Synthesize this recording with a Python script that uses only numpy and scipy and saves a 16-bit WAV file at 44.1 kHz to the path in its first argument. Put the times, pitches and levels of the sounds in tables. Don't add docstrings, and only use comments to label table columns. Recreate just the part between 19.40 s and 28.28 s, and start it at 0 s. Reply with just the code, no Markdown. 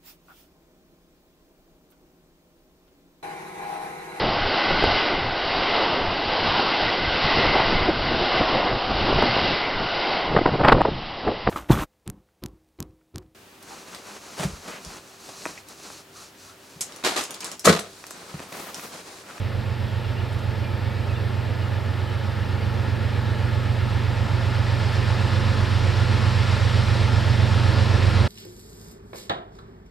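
import sys
import numpy as np
from scipy import signal
from scipy.fft import rfft, irfft, next_fast_len
from scipy.io import wavfile
from scipy.ndimage import uniform_filter1d, map_coordinates

SR = 44100
rng = np.random.default_rng(int(sys.argv[2]) if len(sys.argv) > 2 else 0)


def undo_db(level):
    steps = np.asarray(level, float) / 20
    return 10 ** steps


def generate_wav(signal):
    frames = np.transpose(np.atleast_2d(signal))
    scaled = np.clip(frames, -1, 1) * 32767
    pcm = np.round(scaled).astype(np.int16)
    wavfile.write(sys.argv[1], SR, pcm)


N = 391608
TIME = np.arange(N) / SR
CYCLE_HZ = 7.7726

# (time [s], level of the 12th order [dB])
ENGINE_NOTE = [(0, -31.1), (1.2, -29.9), (2.3, -27.6), (2.8, -28.4), (3.3, -27), (4, -27.5), (5.5, -26),
               (6.1, -23.3), (7.6, -23.1), (8, -22.5), (8.87, -19.7)]
NOTE_PARTS = {"15th": .3, "9th": -11, "6th": -16, "growl": -14}
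NOTE_ECHOES = {"15th": [(1.5, .4, -1.5), (2.4, .3, -3), (3.1, .45, -3.3), (5.2, .3, 1), (6.25, .5, -3),
               (7.2, .25, -1.5), (8.9, .55, -5.6)], "9th": [(.1, .9, -8.5), (2.4, .45, -9.5),
               (6.3, .85, -9.5), (8.2, .45, -4.5)], "6th": [(1.8, .55, -7.5), (3.3, 1.1, -12),
               (8.25, .4, -5.5)], "growl": [(.8, .25, -2.5), (2.2, .8, -4), (3.3, .35, 4),
               (5.25, .35, -4.5), (6.1, .3, 2), (7.1, .25, -3), (8.1, .5, 1.5)]}
# (multiple of the cycle [1], level re the note [dB])
WEAK_ORDERS = [(3, -42), (5, -31), (7, -27), (8, -31), (10, -15), (11, -11), (13, -11.5), (14, -12),
               (16, -13), (17, -32), (18, -17), (19, -23), (20, -22), (21, -26), (22, -23), (23, -28)]
# (multiple of the cycle [1], level re the growl [dB])
GROWL_ORDERS = [(24, -10.5), (25, -22), (26, -13), (27, -4), (28, -4.5), (29, -8.5), (34, -14), (35, -13.5),
                (42, -19), (44, -25), (46, -16), (47, -15.5)]
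STACK_DELAY = {5: -.15, 7: -.35, 10: .2, 11: .2, 13: -.125, 14: .2, 16: .2, 18: -.1, 19: .4, 21: .4, 22: .5,
               28: .5}
# (frequency [Hz], density [dB])
RUMBLE_SHAPE = [(12, -10), (25, 3), (40, 12), (60, 11.5), (100, 16), (125, 21.5), (140, 7), (180, 13),
                (215, 6), (250, -6), (330, -34), (800, -120)]
# (frequency [Hz], density [dB])
EXHAUST_SHAPE = [(60, -120), (120, -64), (200, 2.5), (260, -1), (370, -1.5), (460, -2), (540, -1.5),
                 (680, -6.5), (760, -10.5), (1000, -52), (2000, -120)]
# (time [s], half length [s], level [dB])
PLUME_SWAYS = [
    (.7, 0.23, -0.5),
    (3, 0.61, -0.5),
    (4.55, 0.24, -1),
    (6.1, .3, -1.5),
    (7, .2, -1.3),
    (8.05, .2, -0.5),
    (8.5, .3, .8),
]
# (time [s], level [dB])
CLEARING = [(0, 0), (2, 0.8), (3.5, 2.5), (4.5, 4), (5, 5.5), (5.6, 8), (6.4, 8.5), (7.1, 10.5), (7.9, 9.5),
            (8.87, 10.5)]
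# (centre [Hz], width [Hz], far level [dB], near level [dB])
PANEL_RINGS = [(364.5, 6.3, 5.5, -1), (529, 40, -1.5, -1), (740, 13, -6, 0.5), (854, 78, 1.5, 0),
               (904, 60, 0, 0), (1018, 40, -11, -1), (1100, 22, -0.5, 0.5), (1286, 160, -2, -1),
               (1414, 104, -4, -2), (1702, 140, -2, -1), (1797, 150, -4, -4.5), (1410, 12, -4, -0.5),
               (1808, 14, -0.5, -2.5), (546.5, 12, 2, 1.5)]
# (frequency [Hz], density [dB])
FAN_SHAPE = [(500, -120), (1200, -32), (1900, -1), (2200, 0), (3200, -2.5), (4200, -4), (5300, -9),
             (5900, -15), (6500, -57), (9000, -120)]
# (frequency [Hz], density [dB])
WHEEL_SHAPE = [(1000, -120), (2500, -27), (3600, -1.5), (5200, 6), (6000, 1), (6600, -0.5), (7600, 0.5),
               (8300, -3), (9000, -4.5), (10500, -11), (12500, -21), (16000, -60)]
# (centre [Hz], width [Hz], level [dB])
BALLAST_DIPS = [(744, 17, -3), (970, 30, 2), (1124, 37, -2.5), (1502, 36, -4), (1880, 45, -0.5),
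                (2296, 53, -7.5)]
# (time [s], level [dB], 60 dB decay [s])
RUSTLES = [
    (.927, -53, .12),
    (.988, -56, .15),
    (5.53, -51, .05),
]
# (frequency [Hz], density [dB])
LEAF_SHAPE = [(2000, -60), (4500, -6), (6500, 0), (9000, 0), (11500, -3), (15000, -16)]
# (time [s], length [s], start pitch [Hz], end pitch [Hz], level [dB])
BIRD_NOTES = [(.635, .05, 3550, 3300, -62), (.63, 0.041, 2950, 2650, -57), (.745, 0.073, 2600, 3050, -56),
              (1.18, 0.17, 2440, 2340, -60), (1.4, 0.22, 2200, 2330, -63), (.82, 0.089, 2850, 2100, -62),
              (3, .06, 2800, 2800, -61), (1.32, 0.036, 2200, 2400, -59), (1.62, .05, 2750, 3300, -61),
              (1.68, 0.046, 2750, 2400, -56), (1.735, 0.037, 3600, 3550, -59),
              (1.74, 0.063, 3080, 2420, -56.5), (2.2, 0.062, 3000, 2750, -57),
              (2.66, 0.042, 3000, 3000, -54), (3.205, 0.048, 4620, 4620, -61)]
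# (frequency [Hz], density [dB])
HISS_SHAPE = [(1500, -20), (3000, 3), (6000, -12), (9000, -2.5), (12000, 0), (15700, -2.5)]
# (frequency [Hz], rms level [dB])
WHINE_TONES = [(7852.2, -83), (7881.8, -83), (7912, -90), (15734, -86)]
# (frequency [Hz], correlation [1])
LIKENESS = [(60, 0.78), (130, 0.9), (290, 0.75), (640, 0.64), (1410, 0.93), (3100, 0.91), (5000, 0.98),
            (8000, 0.94)]
# (frequency [Hz], left minus right [dB])
BALANCE = [(25, -13), (60, -7.5), (110, -6), (200, -2), (380, -.5), (700, .5), (1290, 1.5), (2380, -1),
           (6000, 0)]
# (frequency [Hz], phase by which left leads [rad])
LEFT_LEADS = [(60, 0.31), (340, 0.81), (860, 0.003), (1400, 0), (16000, 0.047)]


def unit(x):
    return x / np.sqrt(np.mean(x ** 2) + 1e-20)


def along(points, hz):
    f, v = np.transpose(points)
    return np.interp(np.log(hz + 1), np.log(f + 1), v)


def shape(points):
    return lambda hz: undo_db(along(points, hz))


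def over_time(points):
    s, db = np.transpose(points)
    return np.interp(TIME, s, db)


def passing(rows):
    return sum(db * np.exp(-((TIME - s) / half) ** 2) for s, half, db in rows)


def wobble(rate):
    knots = rng.standard_normal(200)
    return map_coordinates(knots, [TIME[::64] * rate]).repeat(64)[:N]


def filtered(x, response):
    m = next_fast_len(N + 8192)
    return irfft(rfft(x, m) * response(np.fft.rfftfreq(m, 1 / SR)), m)[..., :N]


def rush(gain, patchy_db):
    z = signal.stft(rng.standard_normal((2, N)), nperseg=512)[2]
    field = uniform_filter1d(rng.standard_normal(z.shape[1:]), size=6, axis=0)
    field = uniform_filter1d(field, size=14, axis=1)
    pair = signal.istft(z * undo_db(patchy_db * unit(field)), nperseg=512)[1][:, :N]

    def spread(hz):
        turn = np.arccos(np.clip(along(LIKENESS, hz), -1, 1)) / 2
        return gain(hz) * np.array([np.cos(turn), np.sin(turn)])

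    mid, side = filtered(pair, spread)
    return np.array([mid + side, mid - side]) / np.std(mid)


def order(multiple, sway_db, drift):
    strongest_s = .0608
    cycles = multiple * CYCLE_HZ * (TIME - strongest_s) - STACK_DELAY.get(multiple, 0)
    bank = 1 if multiple % 12 == 6 else -1
    level = bank * np.sqrt(2) * undo_db(sway_db * wobble(1.4))
    return level * np.cos(2 * np.pi * cycles + drift * wobble(1.17))


def drone():
    main_db = over_time(ENGINE_NOTE)
    part_db = {name: main_db + db + passing(NOTE_ECHOES[name]) for name, db in NOTE_PARTS.items()}
    note = undo_db(main_db) * order(12, sway_db=0, drift=.06)
    note = note + undo_db(part_db["15th"]) * order(15, sway_db=0, drift=.1)
    note = note + undo_db(part_db["9th"]) * order(9, sway_db=0, drift=.9)
    note = note + undo_db(part_db["6th"]) * order(6, sway_db=0, drift=.4)
    nearness_db = uniform_filter1d((main_db + part_db["15th"]) / 2, size=SR, mode="nearest")
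    weak = sum(undo_db(db) * order(k, sway_db=1.2, drift=.2) for k, db in WEAK_ORDERS)
    growl = sum(undo_db(db) * order(k, sway_db=2, drift=.9) for k, db in GROWL_ORDERS)
    growl = undo_db(part_db["growl"] - 0.5) * growl
    rumble = undo_db(nearness_db - 11) * rush(shape(RUMBLE_SHAPE), patchy_db=.5)
    return note + blower(nearness_db) + undo_db(nearness_db) * weak + growl + rumble


def blower(nearness_db):
    level_db = nearness_db - 29.5 + 2.5 * wobble(1.1)
    return undo_db(level_db) * np.sin(2 * np.pi * 26.2 * TIME + .8 * wobble(.9))


def roar():
    angle = 2 * np.pi * CYCLE_HZ * TIME
    beat = np.cos(angle - 1.2 + 1.5 * wobble(0.61))
    beat = beat + .5 * np.cos(2 * angle - 2.1) + .5 * np.cos(3 * angle - .7)
    gust = wobble(9)
    open_db = over_time(CLEARING)
    near = np.pi / 2 * np.clip((TIME - 4) / 2.6, 0, 1)
    train = exhaust(beat) + bodywork(open_db, near, beat, gust)
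    train = train + fans(open_db, near, beat, gust) + wheels(open_db, beat, gust)

    def ballast(f):
        return undo_db(sum(db * np.exp(-((f - c) / (w / 2)) ** 2) for c, w, db in BALLAST_DIPS))

    return filtered(train, ballast)


def exhaust(beat):
    engine_db = over_time(ENGINE_NOTE)
    level_db = -39.5 + 0.68 * (engine_db - engine_db[0]) + passing(PLUME_SWAYS)
    return undo_db(level_db + 0.22 * beat) * rush(shape(EXHAUST_SHAPE), patchy_db=.5)


def bodywork(open_db, near, beat, gust):
    screen_db = -3.5 * np.exp(-TIME / 1.44)
    level_db = -38.5 + 0.59 * open_db + screen_db
    far_ring = np.cos(near) * rush(panels(column=0), patchy_db=.5)
    near_ring = np.sin(near) * rush(panels(column=1), patchy_db=.5)
    return undo_db(level_db + 0.067 * beat + 0.12 * gust) * (far_ring + near_ring)


def panels(column):
    def gain(f):
        power = sum(undo_db(2 * dbs[column]) / (1 + ((f - c) / (w / 2)) ** 2) for c, w, *dbs in PANEL_RINGS)
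        return np.sqrt(power) / (1 + (f / 2300) ** 6) * (f > 200)

    return gain


def fans(open_db, near, beat, gust):
    level = undo_db(-44.5 + open_db + 0.54 * beat + 0.1 * gust)
    clear = level * rush(shape(FAN_SHAPE), patchy_db=0.64)
    dulled = filtered(clear, lambda f: undo_db(1.84 - 3.5 * (f / 4500) ** 2))
    return dulled + np.sin(near) ** 2 * (clear - dulled)


def wheels(open_db, beat, gust):
    level_db = -58 + 1.17 * open_db
    return undo_db(level_db + 0.49 * beat + 0.21 * gust) * rush(shape(WHEEL_SHAPE), patchy_db=0.74)


def twig():
    puffs = sum(undo_db(db - 60 * np.abs(TIME - s) / t60) * (TIME > s) for s, db, t60 in RUSTLES)
    return puffs * unit(filtered(rng.standard_normal(N), shape(LEAF_SHAPE)))


def bird():
    song = np.zeros(N)
    for s, length, start_hz, end_hz, db in BIRD_NOTES:
        count = round(length * SR)
        pitch = np.linspace(start_hz, end_hz, count)
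        whistle = np.hanning(count) * np.sin(2 * np.pi * np.cumsum(pitch) / SR)
        song[round(s * SR):][:count] += undo_db(db + 13.5) * whistle
    trees = rng.standard_normal((2, SR // 4)) * undo_db(-60 * TIME[:SR // 4] / 0.41)
    trees = trees / np.linalg.norm(trees[0])
    echoes = signal.fftconvolve(song[None], trees, axes=1)[:, :N]
    return song + undo_db(-2.5) * echoes


def camera():
    def band(hz):
        return shape(HISS_SHAPE)(hz) * (hz > 1500) * (hz < 15745)

    hiss = undo_db(-62.0) * unit(filtered(rng.standard_normal(N), band))
    whine = sum(np.sqrt(2) * undo_db(db) * np.sin(2 * np.pi * hz * TIME) for hz, db in WHINE_TONES)
    return hiss + whine


def scene():
    return drone() + roar() + twig() + bird()


def band_limit(x):
    return signal.sosfilt(signal.butter(12, 15745, fs=SR, output="sos"), x)


def record(dry):
    side = np.array([[.5], [-.5]])

    def ports(hz):
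        return undo_db(side * along(BALANCE, hz)) * np.exp(1j * side * along(LEFT_LEADS, hz))

    stop = np.clip((N / SR - TIME) / .006, 0, 1)
    return band_limit(stop * (filtered(dry, ports) + camera()))


dry = scene()
out = record(dry)
generate_wav(out)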